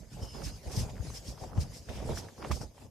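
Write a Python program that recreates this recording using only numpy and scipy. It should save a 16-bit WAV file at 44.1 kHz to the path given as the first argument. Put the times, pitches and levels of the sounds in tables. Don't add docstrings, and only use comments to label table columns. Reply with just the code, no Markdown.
import sys
import numpy as np
from scipy import signal
from scipy.fft import rfft, irfft, next_fast_len
from scipy.io import wavfile
from scipy.ndimage import uniform_filter1d, map_coordinates

SR = 44100
rng = np.random.default_rng(int(sys.argv[2]) if len(sys.argv) > 2 else 0)


def log_audio(samples):
    frames = np.atleast_2d(samples).T
    limited = np.clip(frames, -1, 1)
    pcm = np.round(limited * 32767).astype(np.int16)
    wavfile.write(sys.argv[1], SR, pcm)


N = 127890

# time in seconds, wall rumble in dB, flutter in dB,
# cloth hiss in dB, left-right difference of the rumble in dB; irregular shaking is added to the levels.
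GUST_LEVELS = [(0, -46, -61, -61, -6.5), (.1, -57, -64, -67.5, 1), (.14, -42, -61, -56, -3),
               (.24, -47.5, -45, -64.5, 3), (.3, -49.5, -62.5, -57.5, 3), (.36, -43, -48.5, -52.5, -3),
               (.47, -41, -49, -51.5, 2.5), (.55, -44, -58, -56, -0.5), (.61, -55.5, -61, -59.5, 2),
               (.68, -40.5, -48, -52.5, 3), (.75, -40.5, -47.5, -69, -3), (.81, -33, -48, -48.5, 2.5),
               (.9, -44.5, -51, -57.5, 5), (.94, -42, -53.5, -62, 0), (1.1, -40, -53, -52.5, 5.5),
               (1.23, -56, -60, -58.5, 4), (1.29, -39, -52.5, -53, 2), (1.37, -50.5, -57, -60, 4),
               (1.44, -46, -47.5, -54.5, 3.5), (1.53, -46.5, -53, -64.5, 7.5), (1.595, -32, -45, -54, -7),
               (1.69, -47, -60.5, -61, 3), (1.75, -46.5, -56.5, -54, 1), (1.85, -57, -63, -63.5, 4),
               (1.9, -46, -48, -59, 2), (2.0, -39.5, -47.5, -59.5, 0), (2.11, -34.5, -41, -52.5, 1),
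               (2.18, -41, -48, -54.5, -5), (2.28, -47.5, -50, -57.5, 2), (2.36, -66, -65, -63, 4),
               (2.39, -50.5, -49, -59, -1), (2.43, -46, -42, -58.5, -10), (2.493, -44, -49, -53, 7),
               (2.512, -43, -37, -58, -6), (2.54, -41.5, -51.5, -51.5, 1), (2.59, -46.5, -53, -56.5, -8),
               (2.62, -38.5, -48, -57, 0), (2.73, -60.5, -67, -69, 1), (2.825, -50.5, -54, -59, 0),
               (2.9, -52, -63.5, -71.5, -1)]


def gusts():
    low_db, mid_db, high_db, pan_db = curves(GUST_LEVELS)
    shake_db = 0.98 * wobble(22.4)
    rumble = wall_rumble(low_db + shake_db, pan_db)
    flutter = wall_flutter(mid_db + 0.53 * shake_db)
    hiss = cloth_hiss(high_db + shake_db)
    return rumble + flutter + hiss + outside_air(high_db)


# frequency in Hz, relative density in dB per Hz.
RUMBLE_SPECTRUM = [(15, -54), (25, -27), (49, -1.5), (81, -4.5), (129, -5), (300, -19.5), (390, -47),
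                   (660, -120)]
THUD_DB = -0.5


def wall_rumble(level_db, pan_db):
    thuds = grains(45, centre_hz=86.6, spread=0.69, cycles=0.33, range_db=3.0, pan_db=7.5)
    bed = rush(RUMBLE_SPECTRUM, patchy_db=1.0)
    return amp(level_db) * sides(pan_db) * unit(bed + amp(THUD_DB) * thuds)


# frequency in Hz, relative density in dB per Hz.
FLUTTER_SPECTRUM = [(120, -59), (200, -2), (339, -7), (468, -2), (894, -9), (1340, -23.5), (2140, -27.5),
                    (3500, -33), (4550, -62), (7700, -120)]
PATTER_DB = -2


def wall_flutter(level_db):
    folds = grains(800, centre_hz=592.6, spread=0.45, cycles=0.81, range_db=1.7, pan_db=8.5)
    bed = rush(FLUTTER_SPECTRUM, patchy_db=3.5)
    moving_db = level_db + 2.1 * wobble(70)
    wander_db = 3.1 * wobble(7.2)
    return amp(moving_db) * sides(wander_db) * unit(bed + amp(PATTER_DB) * folds)


# frequency in Hz, relative density in dB per Hz.
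HISS_SPECTRUM = [(880, -25), (1500, -9.5), (4120, -9.5), (5150, -2), (5710, -9), (6210, -4.5), (7420, -10),
                 (12200, -16.5), (14000, -26)]


def cloth_hiss(level_db):
    return amp(level_db + 0.75 * wobble(24.36)) * rush(HISS_SPECTRUM, patchy_db=3.5)


# start in seconds, level in dB, time to decay by 60 dB in seconds,
# pitch in Hz midway through the sag, left-right difference in dB.
BOOMS = [(0.216, -22, 0.095, 78, 0), (.45, -27.5, 0.21, 73, -1), (.664, -21.5, 0.1, 68, 5),
         (.768, -15, 0.091, 107.6, 0), (.801, -21, 0.073, 85, 7), (1.551, -26.5, 0.13, 92, -3),
         (1.573, -13, 0.12, 96.6, 2), (1.887, -25, 0.053, 83, -13), (2.098, -19, 0.066, 118.6, -4),
         (2.497, -19.5, 0.1, 89, -7), (2.604, -25.5, 0.071, 111, -1)]
BOOM_RISE_S = 0.0043
BOOM_SAG, BOOM_SAG_S = 0.41, 0.018
OVERTONE, OVERTONE_DB = 1.808, -6.5
SIDE_TURN = 0.48


def booms():
    out = np.zeros((2, N + SR))
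    t = np.arange(SR // 3) / SR
    for start_s, db, t60, hz, pan_db in BOOMS:
        sag_s = 2 * BOOM_SAG * BOOM_SAG_S * (1 - np.exp(-t / BOOM_SAG_S))
        phase = 2 * np.pi * hz * ((1 - BOOM_SAG) * t + sag_s)
        decay = amp(-60 * t / t60)
        fundamental = np.sin(phase + SIDE_TURN * np.array([[1], [-1]]))
        overtone = amp(OVERTONE_DB) * decay * np.sin(OVERTONE * phase)
        shape = (1 - np.exp(-t / BOOM_RISE_S)) ** 2 * decay
        i = round(start_s * SR)
        out[:, i:i + len(t)] += amp(db) * sides(pan_db)[:, None] * shape * (fundamental + overtone)
    return out[:, :N]


# time in seconds, relative level in dB, click pitch in Hz.
SNAPS = [(.349, -36, 950), (0.421, -34.5, 1220), (0.706, -36.5, 840), (0.788, -37, 1880), (.893, -39, 700),
         (0.968, -40, 1800), (0.981, -40.5, 1770), (1.008, -46.5, 1610), (1.069, -40, 700),
         (1.103, -37.5, 1060), (1.379, -37.5, 980), (1.438, -36, 945), (1.498, -41, 850),
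         (1.577, -33.5, 790), (1.889, -35.5, 1600), (1.973, -38.5, 514), (2.003, -32.5, 555),
         (2.092, -33, 950), (2.175, -30.5, 1600), (2.287, -37.5, 1750), (2.381, -42.5, 1050),
         (2.41, -39, 715), (2.427, -30, 990), (2.445, -36, 905), (2.449, -26, 1150), (2.515, -22.5, 1050),
         (2.615, -32, 840), (2.623, -45, 1470), (2.659, -48, 615), (2.781, -40.5, 840)]
SNAP_LEAD_S = 0.000964
SNAP_CYCLES, SNAP_CRACK_DB = 0.83, 1.5
CRACK_GROWS = 0.71
RATTLE_DB, RATTLE_LEAD_S, RATTLE_TAIL_S = -12.5, .004, 0.009


def snaps():
    out = np.zeros((2, N + SR))
    t = np.arange(-SR // 50, SR // 20) / SR
    rattle = grains(3500, centre_hz=1300, spread=0.55, cycles=0.8, range_db=2.5, pan_db=4)
    around = np.exp(-np.abs(t) / np.where(t < 0, RATTLE_LEAD_S, RATTLE_TAIL_S))
    loudest_db = max(db for s, db, hz in SNAPS)
    pans_db = rng.normal(-0.5, 0.94, len(SNAPS))
    for (s, db, hz), pan_db in zip(SNAPS, pans_db):
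        i = round((s + t[0]) * SR)
        turns = hz * np.clip(t + SNAP_LEAD_S, 0, None)
        age = turns / SNAP_CYCLES
        hard_db = CRACK_GROWS * (db - loudest_db)
        click = np.e * age * np.exp(-age) * np.sin(2 * np.pi * turns)
        crack = amp(SNAP_CRACK_DB + hard_db) * np.exp(-2 * age) * np.sin(2 * np.pi * 2.2 * turns)
        crackle = amp(RATTLE_DB + .5 * hard_db) * around * rattle[:, i:i + len(t)]
        out[:, i:i + len(t)] += amp(db) * sides(pan_db)[:, None] * (0.57 * (click + crack) + crackle)
    return out[:, :N]


# peak in seconds, level in dB, length in seconds,
# level of the lower part in dB relative to the upper.
SWISHES = [(.239, -52, 0.045, -16), (0.464, -43.5, 0.043, -9.5), (0.731, -43.5, 0.048, -11.5),
           (0.792, -39.5, 0.045, -11), (0.9, -58.5, 0.016, 2), (1.161, -45, 0.04, -10.5),
           (1.284, -49.5, 0.057, -13), (1.419, -55, 0.038, -10.5), (1.618, -44, 0.029, -11.5),
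           (1.765, -49, 0.043, -15.5), (1.896, -57, 0.012, 6), (1.96, -55.5, 0.11, 1),
           (2.178, -43.5, 0.041, -8), (2.522, -42.5, 0.016, -2), (2.555, -46.5, 0.035, -25),
           (2.618, -51.5, 0.045, -27)]
# frequency in Hz, relative density in dB per Hz.
SWISH_SPECTRUM = [(2060, -32), (3500, -16.5), (5310, 0), (6940, -9.5), (8350, -10), (10000, -14.5),
                  (11800, -17.5), (14000, -18)]
SWISH_LOW_SPECTRUM = [(900, -35), (1500, -6), (2400, 0), (3800, -3), (5000, -30)]


def swishes():
    upper_gain, lower_gain = 0, 0
    for peak_s, db, length, low_db in SWISHES:
        upper_gain = upper_gain + amp(db) * swell(peak_s, 0.42 * length, .5 * length)
        lower_gain = lower_gain + amp(db + low_db) * swell(peak_s, 0.4 * length, .5 * length)
    lower = lower_gain * rush(SWISH_LOW_SPECTRUM, patchy_db=.8)
    upper = amp(1.9 * wobble(120)) * upper_gain * rush(SWISH_SPECTRUM, patchy_db=1.5)
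    return upper + lower


# time in seconds, level of the upper band in dB, its pitch in Hz.
NARROW_HISS = [(.19, -95, 5350), (.225, -56, 5330), (.32, -57.5, 5150), (.41, -60, 4930), (.56, -60, 4980),
               (.6, -95, 4950)]
NARROW_WIDTH_HZ = 280
UNDER_RATIO, UNDER_DB = .57, -6
UNDER_FADE_DB_PER_S = 19


def narrow_hiss():
    db, hz = curves(NARROW_HISS)
    ratios = np.array([[1], [UNDER_RATIO]])
    carriers = np.exp(2j * np.pi * np.cumsum(hz) / SR * ratios)
    slow = filtered(rng.standard_normal((4, N)), lambda f: np.exp(-.5 * (2 * f / NARROW_WIDTH_HZ) ** 2))
    upper, under = ((slow[:2] + 1j * slow[2:]) * carriers).real
    since_s = np.clip(np.arange(N) / SR - NARROW_HISS[1][0], 0, None)
    fade_db = UNDER_DB - UNDER_FADE_DB_PER_S * since_s
    return amp(db + 1.6 * wobble(36)) * (unit(upper) + amp(fade_db) * unit(under))


# frequency in Hz, relative density in dB per Hz.
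AIR_SPECTRUM = [(4000, -16), (7000, -6), (14000, 0)]
AIR_DB, AIR_FOLLOWS = -69, .45


def outside_air(high_db):
    level_db = AIR_DB + AIR_FOLLOWS * (high_db - high_db.mean())
    return amp(level_db) * rush(AIR_SPECTRUM, patchy_db=3.5)


def grains(per_s, centre_hz, spread, cycles, range_db, pan_db):
    count = int(per_s * N / SR)
    u, g = rng.random((count, 2)), rng.standard_normal((count, 2))
    hz = centre_hz * np.exp(spread * g[:, :1])
    t = np.arange(int(12 * SR / centre_hz)) / SR
    age = t * hz / cycles
    size = amp(-range_db * np.log(1 - u[:, 1:]))
    grain = size * np.sin(2 * np.pi * hz * t) * age * np.exp(-age)
    at = ((u[:, :1] * N).astype(int) + np.arange(len(t))).ravel()
    gains = sides(pan_db * g[:, 1:])
    return unit(np.array([np.bincount(at, (grain * k).ravel(), N + SR)[:N] for k in gains]))


# frequency in Hz, left-right correlation from 0 to 1.
LIKENESS = [(60, 0.96), (150, 0.98), (370, 0.81), (910, 0.47), (2240, 0.31), (5540, 0.45), (13700, 0.17)]


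def rush(spectrum, patchy_db):
    z = signal.stft(rng.standard_normal((2, N)), nperseg=512)[2]
    field = rng.standard_normal(z.shape[1:])
    for axis in (0, 1):
        field = uniform_filter1d(field, size=6, axis=axis)
    pair = signal.istft(z * amp(patchy_db * unit(field)), nperseg=512)[1][:, :N]

    def mid_side_response(hz):
        turn = np.arccos(np.clip(along(LIKENESS, hz), -1, 1)) / 2
        return amp(along(spectrum, hz)) * np.array([np.cos(turn), np.sin(turn)])

    mid, side = filtered(pair, mid_side_response)
    return unit(np.array([mid + side, mid - side]))


def swell(peak_s, rise_s, fall_s):
    t = np.arange(N) / SR - peak_s
    return np.exp(-.5 * (t / np.where(t < 0, rise_s, fall_s)) ** 2)


def wobble(rate):
    knots = rng.standard_normal(int(N * rate / SR) + 4)
    return map_coordinates(knots, [np.arange(N) * rate / SR])


def curves(rows):
    s, *cols = np.transpose(rows)
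    return [np.interp(np.arange(N) / SR, s, c) for c in cols]


def along(points, hz):
    f, v = np.transpose(points)
    return np.interp(np.log(hz + 1), np.log(f + 1), v)


def filtered(x, response):
    m = next_fast_len(N + SR // 2)
    return irfft(rfft(x, m) * response(np.fft.rfftfreq(m, 1 / SR)), m)[..., :N]


def sides(pan_db):
    return amp(np.array([pan_db / 2, -pan_db / 2]))


def unit(x):
    return x / np.sqrt(np.mean(x ** 2) + 1e-20)


def amp(db):
    return 10 ** (np.asarray(db) / 20)


def scene():
    return gusts() + booms() + snaps() + swishes() + narrow_hiss()


# frequency in Hz, left-right difference in dB.
MICROPHONE_LEAN = [(60, -7.5), (130, 5.5), (280, -6), (610, 1.5), (1340, -1), (2900, 0)]
LOW_CUT_HZ, TOP_HZ = 34, 14120


def record(dry):
    def response(hz):
        low_cut = (1j * hz) ** 2 / (LOW_CUT_HZ ** 2 - hz ** 2 + 1.3j * hz * LOW_CUT_HZ)
        return sides(along(MICROPHONE_LEAN, hz)) * low_cut ** 2 * (hz < TOP_HZ)

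    return filtered(dry, response)


dry = scene()
out = record(dry)
log_audio(out)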